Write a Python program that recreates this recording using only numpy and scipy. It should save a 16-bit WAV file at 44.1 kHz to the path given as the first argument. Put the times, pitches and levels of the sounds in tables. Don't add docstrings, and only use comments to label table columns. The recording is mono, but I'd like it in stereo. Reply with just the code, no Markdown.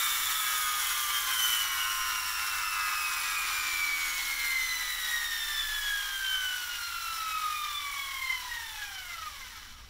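import sys
import numpy as np
from scipy import signal
from scipy.fft import rfft, irfft, next_fast_len
from scipy.io import wavfile
from scipy.ndimage import map_coordinates

SR = 44100
rng = np.random.default_rng(int(sys.argv[2]) if len(sys.argv) > 2 else 0)


def generate_wav(sig):
    pcm = np.round(np.clip(np.atleast_2d(sig).T, -1, 1) * 32767).astype(np.int16)
    wavfile.write(sys.argv[1], SR, pcm)


N = 436149

TEETH = 27
# (t/s, view from 0 = rear towards the microphones to 1 = side)
FACING_CURVE = [(0, 0.59), (1, 0.54), (1.3, 0.45), (2.8, 0.057), (3.3, 0.39), (4.2, 0.94), (9.89, 0.76)]


def amp(db):
    return 10 ** (np.asarray(db) / 20)


def unit(x):
    return x / np.sqrt(np.mean(x ** 2) + 1e-20)


def along(points, hz):
    f, v = np.transpose(points)
    return np.interp(np.log(hz + 1), np.log(f + 1), v)


def curves(rows):
    s, *cols = np.transpose(rows)
    return [np.interp(np.arange(N) / SR, s, c) for c in cols]


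def wobble(rate):
    at = np.arange(0, N + 16, 16)
    knots = rng.standard_normal(int(N * rate / SR) + 4)
    return np.interp(np.arange(N), at, map_coordinates(knots, [at * rate / SR]))


def swell(centre_s, half_length_s):
    t = np.arange(N) / SR
    return np.exp(-((t - centre_s) / half_length_s) ** 2)


def peak(hz, centre, width):
    return 1 / (1 + (2 * (hz - centre) / width) ** 2)


def band(hz, centre, spread):
    return np.exp(-.5 * ((hz - centre) / spread) ** 2)


def filtered(x, response):
    m = next_fast_len(N + SR // 4)
    return irfft(rfft(x, m) * response(np.fft.rfftfreq(m, 1 / SR)), m)[..., :N]


def pair(alike):
    share = np.clip(alike, 0, 1)
    common = np.sqrt(share) * rng.standard_normal(N)
    return common + np.sqrt(1 - share) * rng.standard_normal((2, N))


def random_phase(turns):
    return 2 * np.pi * ((turns + rng.random()) % 1).astype(np.float32)


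def cycle(turns):
    return np.cos(random_phase(turns))


def in_room(x, tail_db):
    # (f/Hz, time to fall by 60 dB/s)
    decay_times = [(300, 0.31), (2000, 0.16), (12000, 0.078)]
    hz, t, z = signal.stft(rng.standard_normal((2, SR // 3)), SR, nperseg=256)
    decay = amp(-60 * t / along(decay_times, hz)[:, None])
    tail = signal.istft(z * decay, SR, nperseg=256)[1]
    answer = amp(tail_db) * tail / np.linalg.norm(tail[0])
    answer[:, 0] += 1
    answer = answer / np.linalg.norm(answer[0])
    return signal.fftconvolve(np.atleast_2d(x), answer, axes=1)[:, :N]


def background():
    # (f/Hz, relative level/dB)
    colour = [(15, -3), (27, 0), (44, -5.5), (65, -3), (100, -12), (170, -31), (215, -27.5), (270, -26),
              (400, -31), (1000, -31), (15000, -45)]
    # (t/s, level/dB)
    loudness = [(0, -58), (2.2, -56), (4.5, -58.5), (6.7, -58.5), (9, -55), (9.6, -55), (9.89, -49.5)]
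    level_db, = curves(loudness)
    return amp(level_db) * unit(filtered(pair(alike=0.9), lambda hz: amp(along(colour, hz))))


def drone(drone_hz=27):
    # (t/s, level before its wavering/dB)
    loudness = [(0, -68), (1.7, -70), (1.98, -51), (2.4, -70.5), (3.6, -59), (5.8, -51), (6.8, -69),
                (9.89, -70)]
    level_db, = curves(loudness)
    tone = unit(cycle(drone_hz * np.arange(N) / SR + 0.12 * wobble(3.05)))
    return amp(level_db + 1.8 * wobble(4.07)) * tone


def flywheel(teeth, pinion_teeth=7):
    # (t/s, level/dB)
    loudness = [(0, -73), (2.8, -84), (3.4, -70), (3.9, -64.5), (4.4, -67), (5.2, -75), (6, -93),
                (9.89, -78)]
    hum_db, = curves(loudness)
    return amp(hum_db) * unit(cycle(teeth / pinion_teeth))


def thumb(rub_hz=221, spread_hz=47):
    # (t/s, half length/s, peak level/dB)
    rubs = [(7.3, 0.18, -74), (9.7, 0.76, -70.5)]
    press = sum(amp(db) * swell(s, length) for s, length, db in rubs)
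    return press * unit(filtered(rng.standard_normal(N), lambda hz: band(hz, rub_hz, spread_hz)))


def backlash(speed):
    return .12 * speed ** 3.5 * wobble(260)


def tilt_load():
    # (t/s, half length/s, whine lift/dB, rattle lift/dB, scrape lift/dB)
    tilts = [(1.466, 0.13, 2.5, 1.6, 4), (3.707, 0.65, 2.5, 1.5, -1)]
    return sum(np.outer(lifts_db, swell(s, length)) for s, length, *lifts_db in tilts)


def contact_db(law, mesh_hz, stall_hz=346.3):
    full_db, octave_db, side_db = law
    side, = curves(FACING_CURVE)
    stall_db = -10 * np.log10(1 + (stall_hz / mesh_hz) ** 6)
    return full_db + octave_db * np.log2(mesh_hz / mesh_hz.max()) + side_db * side + stall_db


def tooth_contacts(teeth, alike, bite, sway_db, rough_db):
    force = amp(sway_db * cycle(teeth / TEETH) + rough_db * wobble(500) + 0.65 * wobble(20))
    return unit(pair(alike) * force * (1 + bite * cycle(teeth)))


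def scrape(teeth):
    # (f/Hz, relative level/dB)
    colour = [(3000, -56), (5500, -1), (6500, -4.5), (7400, 1), (8300, -4.5), (9100, -2), (9800, 3),
              (10800, -5), (11900, -0.5), (12800, -4), (14400, 1.5), (15600, -2.5)]
    slides = tooth_contacts(teeth, alike=0.081, bite=0.48, sway_db=0.5, rough_db=1.3)
    heard = in_room(slides, tail_db=-4)
    return unit(filtered(heard, lambda hz: amp(along(colour, hz))))


def error_lines(teeth, mesh_hz, speed, best_hz=1250, rolloff=0.43):
    # (multiple of the shaft rate, relative level before radiation and speed/dB)
    tooth_errors = [(9, -1), (10, 4.5), (12, -3), (13, 2.5), (14, 3), (15, -0.4), (17, 2.5), (18, 3.5),
                    (19, -4.5), (20, -11), (21, 3), (22, -4.5), (23, -9), (24, -2.5), (25, 4), (29, 4.5),
                    (31, 1), (36, -11), (37, -5), (39, -13), (40, 1.5), (41, -10), (45, -16), (48, 4.5)]
    shaft, shaft_hz = teeth / TEETH, mesh_hz / TEETH
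    fine = [(order, -8 + 2 * rng.standard_normal()) for order in range(56, 78, 2)]
    lines = np.zeros(N)
    for order, db in tooth_errors + fine:
        hz = order * shaft_hz
        radiated = np.clip((hz - 780) / 380, .05, 1)
        followed = np.minimum(best_hz / hz, 1) ** (rolloff * speed)
        lines += amp(db + wobble(10)) * radiated * followed * cycle(order * shaft)
    return lines * 2 * np.sqrt(shaft_hz / SR) * amp(1.0 + 1.77 * speed)


def shell(x):
    # (f/Hz, relative level/dB)
    broad = [(160, -40), (290, -16), (400, -25), (510, -19), (650, -21), (800, -8.5), (920, -7.5),
             (1050, -8), (1500, -5), (2500, -4.5), (3200, -3), (4100, -0.5), (4750, -5.5), (5600, 1.5),
             (6500, -7.5), (9000, -19)]
    # (f/Hz, width/Hz, lift from the rear/dB, lift from the side/dB)
    panels = [(1046, 54, 11, -2), (1272, 300, 11.5, 1), (1485, 97, 4, 0), (1641, 44, 16.5, 12.5),
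              (1640, 52, -10, -5), (2060, 106, 6.5, 7), (2254, 99, 8.5, 6), (3010, 180, 1, 7.5),
              (3236, 93, 2, 7), (3426, 38, -2, 12), (4040, 130, -2, 1.5)]

    def view(column):
        def response(hz):
            lift_db = sum(db[column] * peak(hz, centre, width) for centre, width, *db in panels)
            return amp(along(broad, hz) + lift_db)
        return filtered(x, response)

    side, = curves(FACING_CURVE)
    return unit((1 - side) * view(0) + side * view(1))


def rattle(teeth, mesh_hz, speed, flex_db=5, flex_hz=1250, flex_spread_hz=210):
    blows = tooth_contacts(teeth, alike=0.44, bite=0.6, sway_db=1.16, rough_db=2.0)
    sound = shell(in_room(blows + error_lines(teeth, mesh_hz, speed), tail_db=-4))
    low = filtered(sound.mean(axis=0), lambda hz: band(hz, flex_hz, flex_spread_hz))
    return sound + (amp(flex_db * speed - 1.5) - 1) * low


def radiated_db(hz, side):
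    # (f/Hz, level/dB)
    radiation = [(250, -110), (450, -86), (650, -74), (850, -59), (1250, -45.5), (2100, -41), (4000, -35),
                 (4800, -44.5), (5700, -37), (7200, -40.5), (8300, -54), (9900, -37.5), (10900, -46),
                 (12000, -36.5), (15000, -41)]
    # (f/Hz, width/Hz, left gain/dB, right gain/dB)
    resonances = [(1260, 177, 10.5, 4), (1426, 105, -4, -4.5), (1513, 94, 6.5, 5.5), (1648, 40, 5.5, 12),
                  (1880, 44, 4.5, 11.5), (2062, 103, 11.5, 6.5), (2286, 110, 4, 9), (2445, 38, 3.5, 7.5),
                  (2465, 99.3, -3.5, -1.5), (2544, 40, 5.5, 5.5), (2795, 80, -2.5, -1), (2880, 35, 2, 4),
                  (3023, 150, 6.5, 7.5), (3360, 90, -5.5, -4)]
    # (f/Hz, width/Hz, gain at full side/dB)
    flank_bands = [(2520.5, 420, -5), (3520, 710, 5), (5430, 380, 6), (10000, 3300, -5)]
    grid = np.linspace(0, SR / 2, 4096)
    ears = along(radiation, grid) + sum(
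        np.outer(ears_db, peak(grid, centre, width)) for centre, width, *ears_db in resonances)
    flank = sum(db * peak(grid, centre, width) for centre, width, db in flank_bands)
    return np.array([np.interp(hz, grid, ear) for ear in ears]) + side * np.interp(hz, grid, flank)


def mesh_tone(teeth, shaft, swing, lean, flutter, flutter_rate):
    angle, turn = random_phase(teeth), random_phase(shaft)
    sides = swing * (np.cos(angle + turn) + lean * np.cos(angle - turn)) * amp(3.7 * wobble(20))
    bounce = np.array([wobble(flutter_rate) * np.cos(angle) + wobble(flutter_rate) * np.sin(angle)
                       for ear in range(2)])
    tone = np.cos(angle) * amp(1.86 * wobble(32)) + sides + flutter * bounce
    return tone / np.sqrt(1 + swing ** 2 * (1 + lean ** 2) + 2 * flutter ** 2)


def whine(teeth, mesh_hz, speed, ripple_db=1.1, ripple_rate=9):
    # (t/s, upper sideband's share of the first partial)
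    throb = [(0, 0.6), (1.5, 0.45), (3.2, 0.45), (3.8, 0.2), (6.8, 0.38), (7.7, 0.4), (8.4, 0.7),
             (9.89, 0.35)]
    # (multiple of the mesh rate, gain at full speed/dB, gain per octave of speed/dB)
    partials = [(1, 3, -2.4), (2, 1.6, 1.6), (3, 2.3, 5.3), (4, -2.5, 4)]
    swing, = curves(throb)
    side, = curves(FACING_CURVE)
    shaft = teeth / TEETH
    gains = []
    for order, db, octave_db in partials:
        ripple = ripple_db * np.array([wobble(ripple_rate), wobble(ripple_rate)])
        gains.append(amp(db + octave_db * np.log2(speed) + radiated_db(order * mesh_hz, side) + ripple))
    first = mesh_tone(teeth, shaft, swing, lean=0.19, flutter=0.21 + 0.14 * speed ** 3, flutter_rate=120)
    first = first * amp(3 * speed ** 3 * wobble(55) - speed ** 6)
    upper = np.zeros((2, N))
    for k, gain in enumerate(gains[1:], 2):
        flutter = .25 + .25 * k * speed ** 3
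        upper += gain * mesh_tone(k * teeth, shaft, 1.28 * swing, lean=0.21,
                                  flutter=flutter, flutter_rate=70 * k)
    return gains[0] * first + in_room(upper, tail_db=-3.5)


def scene():
    # (t/s, teeth meeting per second/Hz)
    coast = [(0, 3611), (0.6, 3370), (1.25, 3143), (1.5, 3003), (1.75, 2900), (2.4, 2717), (3, 2562),
             (3.5, 2404), (4.25, 2172), (5.1, 1898), (6, 1627), (6.8, 1406), (7.5, 1234), (8.28, 1038),
             (8.85, 817.7), (9.25, 623.3), (9.8, 301), (9.89, 261)]
    # (level at full speed/dB, gain per octave of speed/dB, gain from the side/dB)
    rattle_law = (-31.5, 3.38, 0.3)
    scrape_law = (-33.5, 7.23, 3.54)
    mesh_hz, = curves(coast)
    speed = mesh_hz / mesh_hz.max()
    teeth = np.cumsum(mesh_hz) / SR + backlash(speed)
    whine_lift_db, rattle_lift_db, scrape_lift_db = tilt_load()
    load_db = 0.5 * wobble(40)
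    bounce_db = 2 * speed ** 8
    rattle_db = contact_db(rattle_law, mesh_hz) + rattle_lift_db + load_db
    scrape_db = contact_db(scrape_law, mesh_hz) + bounce_db + scrape_lift_db + load_db
    body = amp(rattle_db) * amp([[.5], [-.5]]) * rattle(teeth, mesh_hz, speed)
    hiss = amp(scrape_db) * amp([[1.2], [-1.4]]) * scrape(teeth)
    tone = amp(whine_lift_db) * whine(teeth, mesh_hz, speed)
    left, right = tone + body + hiss + flywheel(teeth) + thumb()
    late_right = np.pad(right, (4, 0))[:N]
    return np.array([left, late_right]) + background() + drone()


def record(dry, top_hz=15720):
    return filtered(dry, lambda hz: hz < top_hz)


dry = scene()
out = record(dry)
generate_wav(out)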